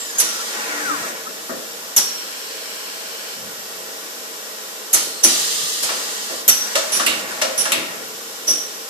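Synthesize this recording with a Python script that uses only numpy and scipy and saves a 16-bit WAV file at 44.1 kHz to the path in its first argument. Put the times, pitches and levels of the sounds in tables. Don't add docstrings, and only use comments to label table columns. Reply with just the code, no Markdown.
import sys
import numpy as np
from scipy import signal
from scipy.fft import rfft, irfft
from scipy.io import wavfile

SR = 44100
rng = np.random.default_rng(int(sys.argv[2]) if len(sys.argv) > 2 else 0)


def master_out(mix):
    frames = np.transpose(np.atleast_2d(mix))
    ceiling = np.clip(frames, -1, 1)
    pcm = np.round(ceiling * 32767).astype(np.int16)
    wavfile.write(sys.argv[1], SR, pcm)


N = 392049
T = np.arange(N) / SR
HZ = np.fft.rfftfreq(N, 1 / SR)


def amp(db):
    return 10 ** (np.asarray(db) / 20)


def rms_one(x):
    return x / np.sqrt(np.mean(x ** 2) + 1e-20)


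def at_hz(points):
    hz, value = np.transpose(points)
    return np.interp(np.log(HZ + 1), np.log(hz), value)


def panned(left_minus_right_db):
    return amp([[left_minus_right_db / 2], [-left_minus_right_db / 2]])


def add(out, start_s, sound):
    i = round(start_s * SR)
    out[..., i:i + sound.shape[-1]] += sound[..., :N - i]


# frequency in Hz, correlation from 0 to 1.
LIKENESS = [(100, 0.75), (300, 0.88), (700, 1), (1500, 0.29), (3000, 0.034), (14000, 0.2)]


def hiss(spectrum, ripple_db):
    mid, side = rfft(rng.standard_normal((2, N)))
    alike = np.clip(at_hz(LIKENESS), 0, 1)
    knots_hz = np.arange(0, SR / 2, 30)
    ripple = np.interp(HZ, knots_hz, rng.standard_normal(len(knots_hz)))
    pair = np.sqrt(1 + alike) * mid + np.sqrt(1 - alike) * side * [[1], [-1]]
    return rms_one(irfft(pair * amp(at_hz(spectrum) + ripple_db * ripple), N))


def whistle(hz, width_hz, alike, steady=0.0):
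    r = np.exp(-np.pi * width_hz / SR)
    settle = 2000
    draw = rng.standard_normal((2, 3, len(hz) + settle))
    slow = signal.lfilter([1], [1, -2 * r, r * r], draw[0] + 1j * draw[1])[:, settle:]
    pair = np.sqrt(alike) * slow[0] + np.sqrt(1 - alike) * slow[1:]
    pair = pair / np.sqrt(np.mean(np.abs(pair) ** 2)) + steady
    cycles = np.cumsum(hz) / SR + rng.random()
    return rms_one(np.real(pair * np.exp(2j * np.pi * cycles)))


# start in seconds, gust level in dB, opening time in seconds, hold in seconds,
# gust t60 in seconds, settled whistle pitch in Hz, its level in dB, settled upper whistle pitch in Hz,
# its level in dB, lingering whistle level in dB, left minus right in dB.
PUFFS = [(0.183, -27, 0.0014, 0.034, 0.2, 5780, -18, 10200, -18.5, -27, -1),
         (1.076, -38, 0.0027, .017, 0.2, 5950, -38, 10600, -47, -48, 3),
         (1.962, -18, 0.0013, 0.022, 0.13, 5570, -12, 11300, -14.5, -21, 1),
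         (4.929, -19, 0.0015, 0.017, 0.6, 5960, -12, 10950, -12.5, -40, -0.5),
         (5.229, -16, 0.01, 0.017, 0.33, 5850, -8, 10140, -11, -45, 0),
         (5.812, -22.5, 0.021, 0.016, 0.19, 5290, -29, 10300, -36, -36, -2),
         (6.478, -15, 0.0015, 0.019, 0.075, 5776, -13, 11510, -7, -15.5, -0.5),
         (6.914, -22.5, 0.0093, 0.052, 0.38, 5790, -23.5, 10200, -21, -30, -1.5),
         (7.573, -23.5, 0.0073, 0.039, 0.42, 5700, -23, 10200, -18.5, -46, -1),
         (8.462, -25, 0.02, 0.033, 0.43, 5780, -15, 11200, -26.5, -17.5, -2)]
# frequency in Hz, relative density in dB per Hz.
GUST = [(880, -5), (1500, -8), (2780, -6.5), (3000, -2.5), (3970, -6), (5000, -2), (5840, -2), (8830, -4.5),
        (10800, -4.5), (14200, -12), (15000, -70)]
SHARP_START, SNAP_S, SAG_S = .45, 0.0048, .008
WHISTLE_T60_S, LINGER_T60_S = 0.034, 0.75


def puffs():
    out, gust, t = np.zeros((2, N)), hiss(GUST, ripple_db=1.5), T[:SR]
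    for start_s, gust_db, rise_s, hold_s, t60_s, hz, db, upper_hz, upper_db, linger_db, pan_db in PUFFS:
        opening = np.clip(t / max(rise_s, 1e-4), 0, 1) ** 2
        closed_s = np.maximum(t - rise_s - hold_s, 0)
        sag = SHARP_START * np.exp(-rise_s / SNAP_S - t / SAG_S)
        lower_curve = hz * (1 + sag)
        lower = amp(db) * whistle(lower_curve, 500, 0.17)
        upper = amp(upper_db) * whistle(upper_hz * (1 + 0.3 * sag), 1160, 0.2)
        whistles = amp(-60 * closed_s / WHISTLE_T60_S) * (lower + upper)
        linger = amp(linger_db - 60 * t / LINGER_T60_S) * whistle(lower_curve, 80, 0.32, steady=0.9)
        i = min(round(start_s * SR), N - SR)
        flow = amp(gust_db - 60 * closed_s / t60_s) * gust[:, i:i + SR]
        add(out, start_s, panned(pan_db) * opening * (flow + whistles + linger))
    return out


# start in seconds, part, level in dB, left minus right in dB.
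KNOCKS = [(0.199, "spool", 1.5, -1), (1.044, "buffer", -27.5, 0), (1.269, "buffer", -33, 6),
          (1.493, "buffer", -21.5, 1), (1.55, "buffer", -45, 4), (1.976, "spool", 0, -0.5),
          (4.943, "spool", 1.5, -1), (5.241, "spool", 2.5, 2.0), (5.244, "carriage", -15.5, -0.5),
          (5.83, "spool", -6.5, 3), (5.889, "lever", -16, 1), (6.299, "buffer", -26, -3),
          (6.486, "spool", 2.5, -1), (6.753, "clamp", -8, -0.5), (6.996, "lever", -12.5, 1),
          (7.063, "jaw", -7, -2.5), (7.415, "clamp", -8.5, 1.5), (7.653, "lever", -14, -0.5),
          (7.719, "jaw", -7, 1.5), (8.475, "buffer", -27.5, -1)]
PARTS = {"spool": (-37.5, -46, -23.5, -22.5, -12, -2, 0.39),
         "buffer": (-1.5, -0.5, 2.5, -22, -18, -16, 0.23),
         "lever": (-15.5, -11, 0.5, -1.5, -0.5, -21, 0.34), "clamp": (-25, -4.5, -4.5, -2, 2.5, -7, 0.23),
         "carriage": (-1, -14.5, -12, -25, -25, -25, 0.12), "jaw": (-18, -18.5, -13, 1, -16, 2.5, 0.59)}
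# share of the reference t60,
# modes as frequency in Hz, width in Hz, relative level in dB.
FRAME = [(2.24, [(231, 70, -6), (331, 140, -5)]), (2.08, [(537, 45, -6), (590, 37, -11.5),
         (652.5, 61, -5)]), (0.84, [(1016.6, 780, -1), (1312, 520, -0.5), (1752, 300, -2.5)]),
         (0.7, [(2195, 700, -9), (2760, 390, -7.5), (3630, 2600, -7)]), (1.23, [(4370, 4500, -4.5),
         (5640, 6400, 8)]), (0.26, [(7875, 5100, -2), (10640, 2300, -6), (12930, 7100, -5)])]


def knocks():
    out, t = np.zeros((2, N)), T[:SR // 2]
    crack = 1 + 0.69 * amp(-60 * t / 0.18)
    for start_s, part, blow_db, pan_db in KNOCKS:
        *levels_db, t60_s = PARTS[part]
        for level_db, (lasting, modes) in zip(levels_db, FRAME):
            ring = 0
            for hz, width_hz, db in modes:
                alike = max(0.44, 1 - hz / 3000)
                ring = ring + amp(db) * whistle(np.full(len(t), hz), width_hz, alike, steady=0.21)
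            swell = 1 - np.exp(-t / (0.0011 * lasting ** 2))
            rattle = ring * swell * amp(-60 * t / (t60_s * lasting)) * crack
            add(out, start_s, panned(pan_db) * amp(blow_db + level_db) * rattle / np.abs(rattle).max())
    return out


SPINDLE_HZ, SPINDLE_STOP_S = 1890, 1.175
# ratio to the whine pitch, level at full speed in dB,
# level near rest in dB.
SPINDLE_STRANDS = [(1, -47, -58), (2, -51, -45), (3, -46, -28), (4, -35, -46), (4.3, -41, -56)]
# frequency in Hz, gain in dB.
HOUSING = [(200, -14), (600, -12), (950, -8), (1200, 10), (1550, 12), (1800, 3), (2300, 1), (2900, -6),
           (4200, -9), (5200, 2), (7500, 2)]


def spindle():
    speed = np.clip(1 - T[:2 * SR] / SPINDLE_STOP_S, 0, 1)
    whine = 0
    for ratio, fast_db, slow_db in SPINDLE_STRANDS:
        level = amp(slow_db + (fast_db - slow_db) * speed)
        whine = whine + level * whistle(ratio * SPINDLE_HZ * speed, 70, .6, steady=.8)
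    whine = whine * np.minimum(speed / .08, 1)
    return irfft(rfft(whine, N) * amp(at_hz(HOUSING)), N)


def strokes(rows, rest_db, rise_s, fall_s):
    power = amp(rest_db) ** 2
    for start_s, end_s, first_db, last_db in rows:
        edge = np.clip((T - start_s) / rise_s, 0, 1) * np.clip(1 - (T - end_s) / fall_s, 0, 1)
        level = amp(np.interp(T, [start_s, end_s], [first_db, last_db]))
        power = power + (edge * level) ** 2
    return np.sqrt(power)


# start in seconds, end in seconds, level at start in dB, level at end in dB.
BLOWS = [(-.1, .2, -34, -34.5), (.2, 1.08, -26.5, -32.5), (5.24, 6.4, -17.5, -29.5),
         (6.55, 7.2, -29.5, -29.5), (7.25, 7.6, -30, -40)]
# frequency in Hz, relative density in dB per Hz.
BLOW = [(710, -62), (1200, -0.5), (1390, -16.5), (1890, -2), (2380, -14.5), (2740, -2.5), (3110, -2),
        (4310, 1), (5550, 0.5), (6720, 2.5), (10300, -7.5), (13900, -10), (15000, -10.5)]
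BLOW_REST_DB, BLOW_RISE_S, BLOW_FALL_S = -36, .06, 0.057
# start in seconds, end in seconds, level at start in dB, level at end in dB.
NOZZLE_BLOWS = [(2.0, 3.34, -34.5, -34.5)]
# frequency in Hz, relative density in dB per Hz.
NOZZLE = [(900, -28), (1300, -9), (1650, 3), (2050, -7), (2330, 1), (2700, -4), (3200, 2.5), (3680, -12),
          (4200, 2.5), (4650, -3), (5600, -1), (6500, -16), (8100, -3), (9300, -18), (14000, -16)]
# start in seconds, end in seconds, level at start in dB, level at end in dB.
SLIDES = [(.1, .5, -32, -37), (.45, 1.05, -28, -29.5), (3.3, 4.0, -45, -53), (5.27, 5.5, -30, -38),
          (5.8, 6.4, -30.5, -42), (6.55, 7.35, -33, -31), (7.4, 7.9, -34.5, -33)]
# frequency in Hz, relative density in dB per Hz.
RUMBLE = [(110, -33), (180, -9), (259, -3), (323, -4.5), (458, -3), (522, -6), (609, -2.5), (780, -0.5),
          (1100, -3.5), (1360, -0.5), (2510, -5), (4000, -29), (5200, -41), (8800, -120)]
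SLIDE_REST_DB, SLIDE_RISE_S, SLIDE_FALL_S = -39.5, 0.11, 0.26


def blows_and_slides():
    blow = strokes(BLOWS, BLOW_REST_DB, BLOW_RISE_S, BLOW_FALL_S) * hiss(BLOW, ripple_db=2.5)
    nozzle = strokes(NOZZLE_BLOWS, -np.inf, BLOW_RISE_S, BLOW_FALL_S) * hiss(NOZZLE, ripple_db=3.0)
    slide = strokes(SLIDES, SLIDE_REST_DB, SLIDE_RISE_S, SLIDE_FALL_S) * hiss(RUMBLE, ripple_db=4.0)
    return blow + nozzle + slide


# start in seconds, end in seconds, pitch in Hz, width in Hz,
# level in dB.
TONES = [(.25, .43, 1360, 50, -36), (.68, 1.02, 300, 25, -38), (.88, .96, 295, 15, -34),
         (1.03, 1.07, 1300, 40, -31), (1.255, 1.29, 1290, 40, -32), (.8, 1.12, 8070, 140, -42),
         (.3, 1.12, 5900, 200, -41), (2.0, 3.35, 8100, 140, -53), (4.96, 5.23, 8100, 140, -40),
         (4.95, 5.22, 4220, 350, -38), (6.55, 7.25, 8100, 140, -44)]


def tones():
    out = np.zeros((2, N))
    for start_s, end_s, hz, width_hz, db in TONES:
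        t = T[:round((end_s - start_s) * SR)]
        fade = np.clip(np.minimum(t, t[::-1]) / .012, 0, 1)
        add(out, start_s, amp(db) * fade * whistle(np.full(len(t), hz), width_hz, 0.52))
    return out


# start in seconds, level in dB.
SHUDDERS = [(.84, -39), (1.5, -45), (3.36, -37.5), (5.25, -40), (6.48, -53), (7.08, -37.5), (7.76, -35),
            (8.46, -48)]
# frequency in Hz, relative density in dB per Hz.
SHUDDER = [(40, -30), (70, -9.5), (110, -5), (160, -3), (230, -10), (400, -60)]
SHUDDER_RISE_S, SHUDDER_T60_S = 0.015, 1.56
LUMPS_DB, LUMPS_SPREAD_DB, LUMP_S = -64, 10, .06


def shudder():
    knots_s = np.arange(0, N / SR + 1, LUMP_S)
    chance = np.interp(T, knots_s, rng.standard_normal(len(knots_s)))
    gain = amp(LUMPS_DB + LUMPS_SPREAD_DB * chance)
    for start_s, db in SHUDDERS:
        rise = np.clip((T - start_s) / SHUDDER_RISE_S, 0, 1)
        gain = gain + rise * amp(db - 60 * np.maximum(T - start_s, 0) / SHUDDER_T60_S)
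    return gain * hiss(SHUDDER, ripple_db=1.5)


# frequency in Hz, relative density in dB per Hz.
AIR = [(1060, -31), (1800, -17), (2250, -8), (2800, -0.5), (3500, -0.5), (4600, -6), (5400, 3.5),
       (6100, -4), (7300, -0.5), (8800, -6.5), (10000, -9), (11000, -5), (12300, 1.5), (14400, -10.5)]
# frequency in Hz, relative density in dB per Hz.
MOTORS = [(100, -46), (140, -24), (190, -9), (404, -6.5), (444, -2.5), (637, -5.5), (691, -16), (751, -4),
          (1020, -11.5), (1240, -8.5), (2000, -22), (2600, -43), (4400, -120)]
# frequency in Hz, rms level in dB.
HUM = [(436, -51), (461, -49.5), (537, -53), (627, -54.5), (655, -53), (1048, -52)]
AIR_DB, MOTORS_DB = -34.5, -41


def shop():
    hum = sum(amp(db) * whistle(np.full(N, hz), 4.2, 0.98, steady=2.3) for hz, db in HUM)
    return amp(AIR_DB) * hiss(AIR, ripple_db=4.0) + amp(MOTORS_DB) * hiss(MOTORS, ripple_db=2.0) + hum


HALL_T60_S, HALL_DB, HALL_CUT_HZ = 0.47, -7, 5800


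def hall(x):
    t = T[:SR]
    tail = rng.standard_normal((2, SR)) * amp(-60 * t / HALL_T60_S) * (1 - np.exp(-t / 0.0033))
    tail = signal.sosfilt(signal.butter(1, HALL_CUT_HZ, fs=SR, output="sos"), tail)
    return signal.fftconvolve(x, tail / np.sqrt(np.sum(tail[0] ** 2)), axes=1)[:, :N]


def scene():
    sudden = puffs() + knocks()
    moving = spindle() + blows_and_slides() + tones()
    return sudden + amp(HALL_DB) * hall(sudden) + moving + shudder() + shop()


# frequency in Hz, left minus right in dB.
EARS = [(92, 0.5), (140, 5), (210, 2), (330, 0), (500, 0), (760, 0.0), (1170, 3.0), (1780, 5), (2720, -0.5),
        (4160, -1.0), (6360, 2), (9720, -8.5), (14800, 7)]
LEFT_LAG_S, BASS_CUT_HZ, TOP_CUT_HZ = 0.0002496, 252, 14480


def record(dry):
    colour = amp(at_hz(EARS) / 2 * [[1], [-1]])
    lag = np.exp(-2j * np.pi * HZ * [[LEFT_LAG_S], [0]])
    heard = irfft(rfft(dry) * colour * lag, N)
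    bass_cut = signal.butter(2, BASS_CUT_HZ, "high", fs=SR, output="sos")
    clipped = np.clip(signal.sosfilt(bass_cut, heard), -1, 1)
    top_cut = signal.ellip(12, .5, 70, TOP_CUT_HZ, fs=SR, output="sos")
    return np.clip(signal.sosfilt(top_cut, clipped), -1, 1)


dry = scene()
out = record(dry)
master_out(out)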